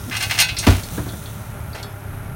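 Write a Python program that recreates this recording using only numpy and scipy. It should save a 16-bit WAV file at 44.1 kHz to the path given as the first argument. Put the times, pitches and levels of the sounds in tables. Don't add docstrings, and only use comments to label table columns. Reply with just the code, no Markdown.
import sys
import numpy as np
from scipy import signal
from scipy.fft import rfft, irfft, next_fast_len
from scipy.io import wavfile
from scipy.ndimage import uniform_filter1d

SR = 44100
rng = np.random.default_rng(int(sys.argv[2]) if len(sys.argv) > 2 else 0)


def file_out(sig):
    cols = np.atleast_2d(sig).T
    lim = np.clip(cols, -1, 1)
    pcm = np.round(lim * 32767).astype(np.int16)
    wavfile.write(sys.argv[1], SR, pcm)


N = 103635
T = np.arange(N) / SR


def undb(db):
    return 10 ** (np.asarray(db) / 20)


def unit(x):
    return x / np.sqrt(np.mean(x ** 2) + 1e-20)


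def curve(rows):
    return np.interp(T, *np.array(rows).T)


def colour(x, points):
    hz, db = np.array(points, float).T
    n = next_fast_len(N)
    bin_hz = np.arange(n // 2 + 1) * SR / n + 1
    gain = undb(np.interp(np.log(bin_hz), np.log(hz), db))
    return unit(irfft(rfft(x, n) * gain, n)[:N])


def hump(hz, centre_hz, octaves):
    return 1 / (1 + (np.log2(hz / centre_hz) / octaves) ** 2 / 4) ** 2


def tint(x, centre_hz, octaves):
    n = next_fast_len(len(x))
    bin_hz = np.arange(n // 2 + 1) * SR / n + 1
    return unit(irfft(rfft(x, n) * hump(bin_hz, centre_hz, octaves), n)[:len(x)])


def walk(per_s):
    hold = int(SR / per_s)
    steps = np.repeat(rng.standard_normal(400), hold)[:N + hold]
    return unit(uniform_filter1d(uniform_filter1d(steps, hold), hold)[:N])


def swell(t, rise_s, t60_s):
    return np.clip(t / rise_s, 0, 1) * undb(-60 * np.maximum(t - rise_s, 0) / t60_s)


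def add(out, start_s, x):
    i = max(int(start_s * SR), 0)
    out[i:i + len(x)] += x[:N - i]


def stalks(per_s, scatter_db):
    snaps = (rng.random(N) < per_s / SR) * rng.standard_normal(N)
    return snaps * undb(scatter_db * np.minimum(rng.exponential(size=N), 5))


def ring(modes, t, rise_s, centre_hz, octaves):
    hz, db, t60 = np.array(modes, float).T[:, :, None]
    gain = undb(db) * hump(hz, centre_hz, octaves)
    waves = np.sin(2 * np.pi * (hz * t + rng.random(hz.shape))) * swell(t, rise_s, t60)
    return (gain * waves).sum(0) / np.sqrt((gain ** 2).sum() / 2)


def insects():
    # (frequency [Hz], gain [dB])
    chorus = [(6000, -31), (8000, -9), (9000, -0.5), (10400, -0.5), (11200, 7), (11900, -2), (12500, 10),
              (13300, -9), (16000, -31)]
    level_db, throb_db = -50, .7
    return undb(level_db + throb_db * walk(11.46)) * colour(rng.standard_normal(N), chorus)


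def diesel():
    # (time [s], rate [Hz])
    firing_hz = [(0, 34.6), (.5, 35), (1.45, 37), (1.8, 36), (2.05, 33.6)]
    cylinders_db = [0, -4, -11, -5]
    # (frequency [Hz], gain [dB])
    exhaust_colour = [(20, -32), (28, -3), (35, 12.5), (50, -3.5), (72, 6), (105, 3.5), (125, 3.5),
                      (140, 4.5), (165, -1.5), (200, -1), (260, -14.5), (400, -47), (700, -49)]
    hiss_colour = [(150, -4.5), (250, -2), (354, -7.5), (398, -1), (501, -14), (597, -3), (742, -8.5),
                   (786, -5.5), (1070, -10.5), (1360, -7), (1600, -11.5), (2370, -16.5), (8000, -48.5),
                   (10400, -59), (17600, -120)]
    # (time [s], level [dB])
    roar_db = [(0, -36), (1.7, -33), (1.93, -52), (2.1, -34.5)]
    hiss_db = [(.6, -41), (1.6, -39), (1.95, -39.5)]
    # (frequency [Hz], level [dB])
    gears = [(1390, -51.5), (1518, -63)]
    strong_firing_s, jitter_cycles, pipe_hz = 0.0341, 0.015, 103
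    cycles = np.cumsum(curve(firing_hz)) / SR
    cycles += jitter_cycles * walk(49) - np.interp(strong_firing_s, T, cycles)
    firing = np.floor(cycles).astype(int)
    size_db = np.array(cylinders_db)[firing % 4] + rng.standard_normal(128)[firing]
    puffs = colour(np.diff(firing, prepend=firing[0]) * undb(size_db), exhaust_colour)
    pipe = unit(signal.lfilter(*signal.iirpeak(pipe_hz, Q=5, fs=SR), puffs))
    exhaust = undb(-14) * puffs + pipe
    roar = colour(rng.standard_normal(N), exhaust_colour)
    hiss = colour(rng.standard_normal(N), hiss_colour)
    hiss *= (1 + 0.1 * np.cos(2 * np.pi * cycles)) * undb(walk(29.3))
    whine = np.zeros(N)
    for hz, db in gears:
        tone = np.sin(2 * np.pi * hz * np.cumsum(1 + 0.00726 * walk(30.54)) / SR)
        whine += undb(db) * unit(tone * undb(2.5 * walk(9.6)))
    return undb(-34.5) * exhaust + undb(curve(roar_db)) * roar + undb(curve(hiss_db)) * hiss + whine


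def pump():
    # (time [s], frequency [Hz])
    pump_hz = [(1.75, 204.9), (2.35, 195.5)]
    harmonics_db = [-54, -53.5, -53.5]
    start_s, rise_s = pump_hz[0][0], .1
    cycles = np.cumsum(curve(pump_hz) * (1 + 0.0053 * walk(30.76))) / SR
    tones = sum(undb(db) * unit(np.sin(2 * np.pi * k * cycles) * undb(2 * walk(8.4)))
                for k, db in enumerate(harmonics_db, 2))
    return tones * np.clip((T - start_s) / rise_s, 0, 1)


def straw():
    # (frequency [Hz], gain [dB])
    rustle_colour = [(600, 7), (2000, -4.5), (3800, 3), (4900, -5.5), (6100, 3.5), (7500, -1.5), (9000, 4),
                     (12500, -3), (16000, 3.5)]
    # (time [s], level [dB])
    rustle_db = [(0, -41), (.33, -31), (.55, -44), (.65, -31.5), (.89, -38.5), (.94, -32), (1.02, -37.5),
                 (1.3, -39.5), (1.55, -47), (2.35, -52)]
    # (time [s], level [dB], rise [s], t60 [s], centre [Hz], width [octaves])
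    rubs = [(0.04, -31, 0.055, 0.25, 188, 0.66), (0.486, -31.5, 0.027, 0.61, 60.4, 0.16),
            (0.913, -28, 0.025, 0.56, 109, 0.57), (1.0, -34.5, 0.027, 1, 185, 0.46),
            (1.743, -32.5, 0.0043, 0.38, 600, 0.97)]
    rustle = stalks(per_s=5000, scatter_db=1.5) + 0.39 * rng.standard_normal(N)
    out = colour(rustle, rustle_colour) * undb(curve(rustle_db))
    for start, db, rise_s, t60_s, centre_hz, octaves in rubs:
        rub = tint(stalks(per_s=2500, scatter_db=3), centre_hz, octaves)
        out += undb(db) * rub * swell(T - start, rise_s, t60_s)
    return out


def crackle():
    # (time [s], level [dB])
    crackle_db = [(.07, -50.5), (.14, -40.5), (.46, -37), (.54, -44), (.66, -34.5), (.9, -62)]
    t, t60_s = T[:SR // 100], .004
    snap = rng.standard_normal(len(t)) * undb(-60 * t / t60_s)
    snaps = signal.fftconvolve(stalks(per_s=350, scatter_db=3), snap)[:N]
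    return tint(snaps, centre_hz=3550, octaves=0.71) * undb(curve(crackle_db))


def pivots():
    # (time [s], level [dB], centre [Hz], width [octaves], ring share [dB])
    clinks = [(0.833, -34.5, 5370, 0.33, -1.5), (1.089, -37, 3600, 0.24, -2),
              (1.257, -40.5, 3480, 0.28, -1), (1.731, -36.5, 4400, 0.11, -14),
              (1.828, -34, 4650, 0.65, -1.5)]
    # (frequency [Hz], relative level [dB], t60 [s])
    modes = [(3340, -3, .22), (3510, -5, .28), (3800, -3, .15), (4188, -1, .1), (4480, -1, .15),
             (5190, -10, .36), (7400, -1, .09), (8100, -1, .08)]
    out, t = np.zeros(N), T[:SR // 2]
    for start, db, centre_hz, octaves, ring_db in clinks:
        tick = tint(rng.standard_normal(len(t)), centre_hz, octaves) * swell(t, 0.0013, t60_s=.06)
        ringing = ring(modes, t, 0.001, centre_hz, octaves)
        add(out, start, undb(db) * (undb(ring_db + 1) * ringing + undb(-1) * tick))
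    return out


def short_modes(count):
    # (frequency [Hz], gain [dB])
    spectrum = [(400, -17), (850, 0), (1150, -5), (1500, -2.5), (2500, 1.5), (5000, -2.5), (6200, -2),
                (10400, -8.5), (16000, -6)]
    point_hz, point_db = np.array(spectrum, float).T
    t = T[:SR // 4]
    hz = 600 + 15000 * ((np.arange(count) + rng.random(count)) / count) ** 1.4
    t60_s = 0.16 * (hz / 3000) ** -0.3 * (1 + .25 * rng.uniform(-2.6, 1, count))
    db = np.interp(np.log(hz), np.log(point_hz), point_db) + 4 * rng.uniform(-2, 1, count)
    return sum(np.sin(2 * np.pi * (f * t + phase)) * undb(level - 60 * t / t60)
               for f, level, t60, phase in zip(hz, db, t60_s, rng.random(count)))


def grapple():
    # (time [s], level [dB], chatter length [s], centre [Hz], width [octaves], ring share [dB])
    knocks = [(.111, -28, 0.016, 1810, 0.65, 2.5), (.124, -23.5, 0.036, 2150, 0.96, -11),
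              (0.167, -23.5, 0.0019, 4600, 1.4, 0.5), (0.203, -22.5, 0.021, 3120, 1.24, -1),
              (.227, -21.5, 0.012, 4400, 1.8, -2), (.297, -24.5, 0.0059, 2340, 0.85, -3),
              (0.31, -17, 0.0038, 2450, 1.2, -12), (0.348, -26.5, 0.005, 2740, 1.1, 1),
              (0.378, -21.5, 0.0061, 1990, 1.4, -14), (0.388, -12, 0.0094, 3860, 0.98, -35),
              (0.4, -12, 0.02, 5970, 1.3, -7.5), (0.416, -20, 0.0037, 2400, 1.8, 11.5),
              (0.486, -23.5, 0.0078, 3140, 0.69, 2), (.567, -24.5, 0.004, 3800, 0.45, -15),
              (.586, -21, 0.0053, 6460, 0.49, 5.5), (0.627, -27, 0.018, 1640, 1.1, 1),
              (1.75, -34.5, .012, 2000, 1.4, -6), (1.779, -39.5, .02, 2500, 0.81, -0.5)]
    # (frequency [Hz], relative level [dB], t60 [s])
    long_modes = [(1497, -6, 0.22), (1544, -6, 0.27), (2008, -9, 0.28), (2547, -1.5, 0.3), (2724, -6, 0.25),
                  (3418, -12, 0.42), (3716, -6, 0.2), (4160, -3, 0.17), (4527, -9, 0.28), (5645, -10, 0.17),
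                  (6550, -7, 0.16), (8296, -10, 0.18), (8680, -4, 0.1), (9450, -8, 0.1), (11047, -4, 0.1)]
    slips_per_s = 410
    out, t = np.zeros(N), T[:SR // 2]
    response = short_modes(count=520)
    for start, db, chatter_s, centre_hz, octaves, ring_db in knocks:
        slips = rng.standard_normal(len(t)) * (rng.random(len(t)) < slips_per_s / SR) * (t < chatter_s)
        slips[0] = 1.65
        clatter = tint(signal.fftconvolve(slips, response)[:len(t)], centre_hz, octaves)
        clatter /= np.sqrt(uniform_filter1d(clatter ** 2, size=400).max())
        ringing = ring(long_modes, t, chatter_s, centre_hz, octaves)
        add(out, start, undb(db) * (clatter + undb(ring_db - 7) * ringing))
    return out


def bale_ring(modes, pitch):
    return sum(undb(db) * 2 ** .5 * np.sin(2 * np.pi * pitch * hz * (T - lag))
               * swell(T - lag, 0.0032, t60_s) for hz, db, t60_s, lag in modes)


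def bale():
    # (time [s], level [dB], thump [dB], knock [dB], thud [dB], crunch [dB], pitch [factor])
    landings = [(.667, 0, -.5, 1.5, 1, 0, 1), (.722, -20, 0, 0, 0, 0, 1),
                (.976, -12, -8, -.5, -1, -14, 1.22), (1.06, -22, -6, 0, 0, -12, 1.15),
                (1.13, -23, -6, -1, 0, -12, 1.2)]
    # (base frequency [Hz], level [dB], t60 [s], lag [s])
    thump_modes = [(57, -8, 0.19, 0.0171), (94.4, -5.5, 0.26, 0.01137)]
    knock_modes = [(158, -15, 0.13, 0.0032), (240.3, -16, 0.25, 0.00082), (290.5, -15, 0.17, 0.0023),
                   (408, -15, 0.025, 0.00187), (611, -32, 0.21, .01), (1330, -16.5, 0.017, 0.00202)]
    # (frequency [Hz], gain [dB])
    thud_colour = [(40, -24), (130, -7), (350, 0), (480, -6), (650, -4), (950, -8), (1500, -11),
                   (3000, -28), (8000, -55)]
    crunch_colour = [(500, 0), (1400, -6), (2500, -4.5), (4200, -9.5), (7000, -16), (12000, -19.5),
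                     (16000, -24)]
    thud_shape = undb(-13) * swell(T, 0.0081, t60_s=.15)
    crush = undb(-16) * swell(T, 0.0043, t60_s=0.39)
    slap = undb(-7.5) * swell(T, 0.00035, t60_s=0.013)
    out = np.zeros(N)
    for start, db, thump_db, knock_db, thud_db, crunch_db, pitch in landings:
        thump = undb(thump_db) * bale_ring(thump_modes, pitch)
        knock = undb(knock_db) * bale_ring(knock_modes, pitch)
        thud = undb(thud_db) * colour(rng.standard_normal(N), thud_colour) * thud_shape
        crunch = undb(crunch_db) * colour(stalks(per_s=4000, scatter_db=1), crunch_colour)
        add(out, start, undb(db) * (thump + knock + thud + crunch * (crush + slap)))
    return out


def scene():
    return (grapple() + pivots() + bale() + straw() + crackle() + diesel() + pump() + insects())[None]


def record(dry):
    low_cut_hz, drive, top_hz = 38, 0.57, 15850
    thinned = signal.sosfilt(signal.butter(4, low_cut_hz, "high", fs=SR, output="sos"), dry)
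    rounded = np.tanh(drive * thinned) / drive
    return signal.sosfilt(signal.ellip(10, .2, 80, top_hz, fs=SR, output="sos"), rounded)


dry = scene()
out = record(dry)
file_out(out)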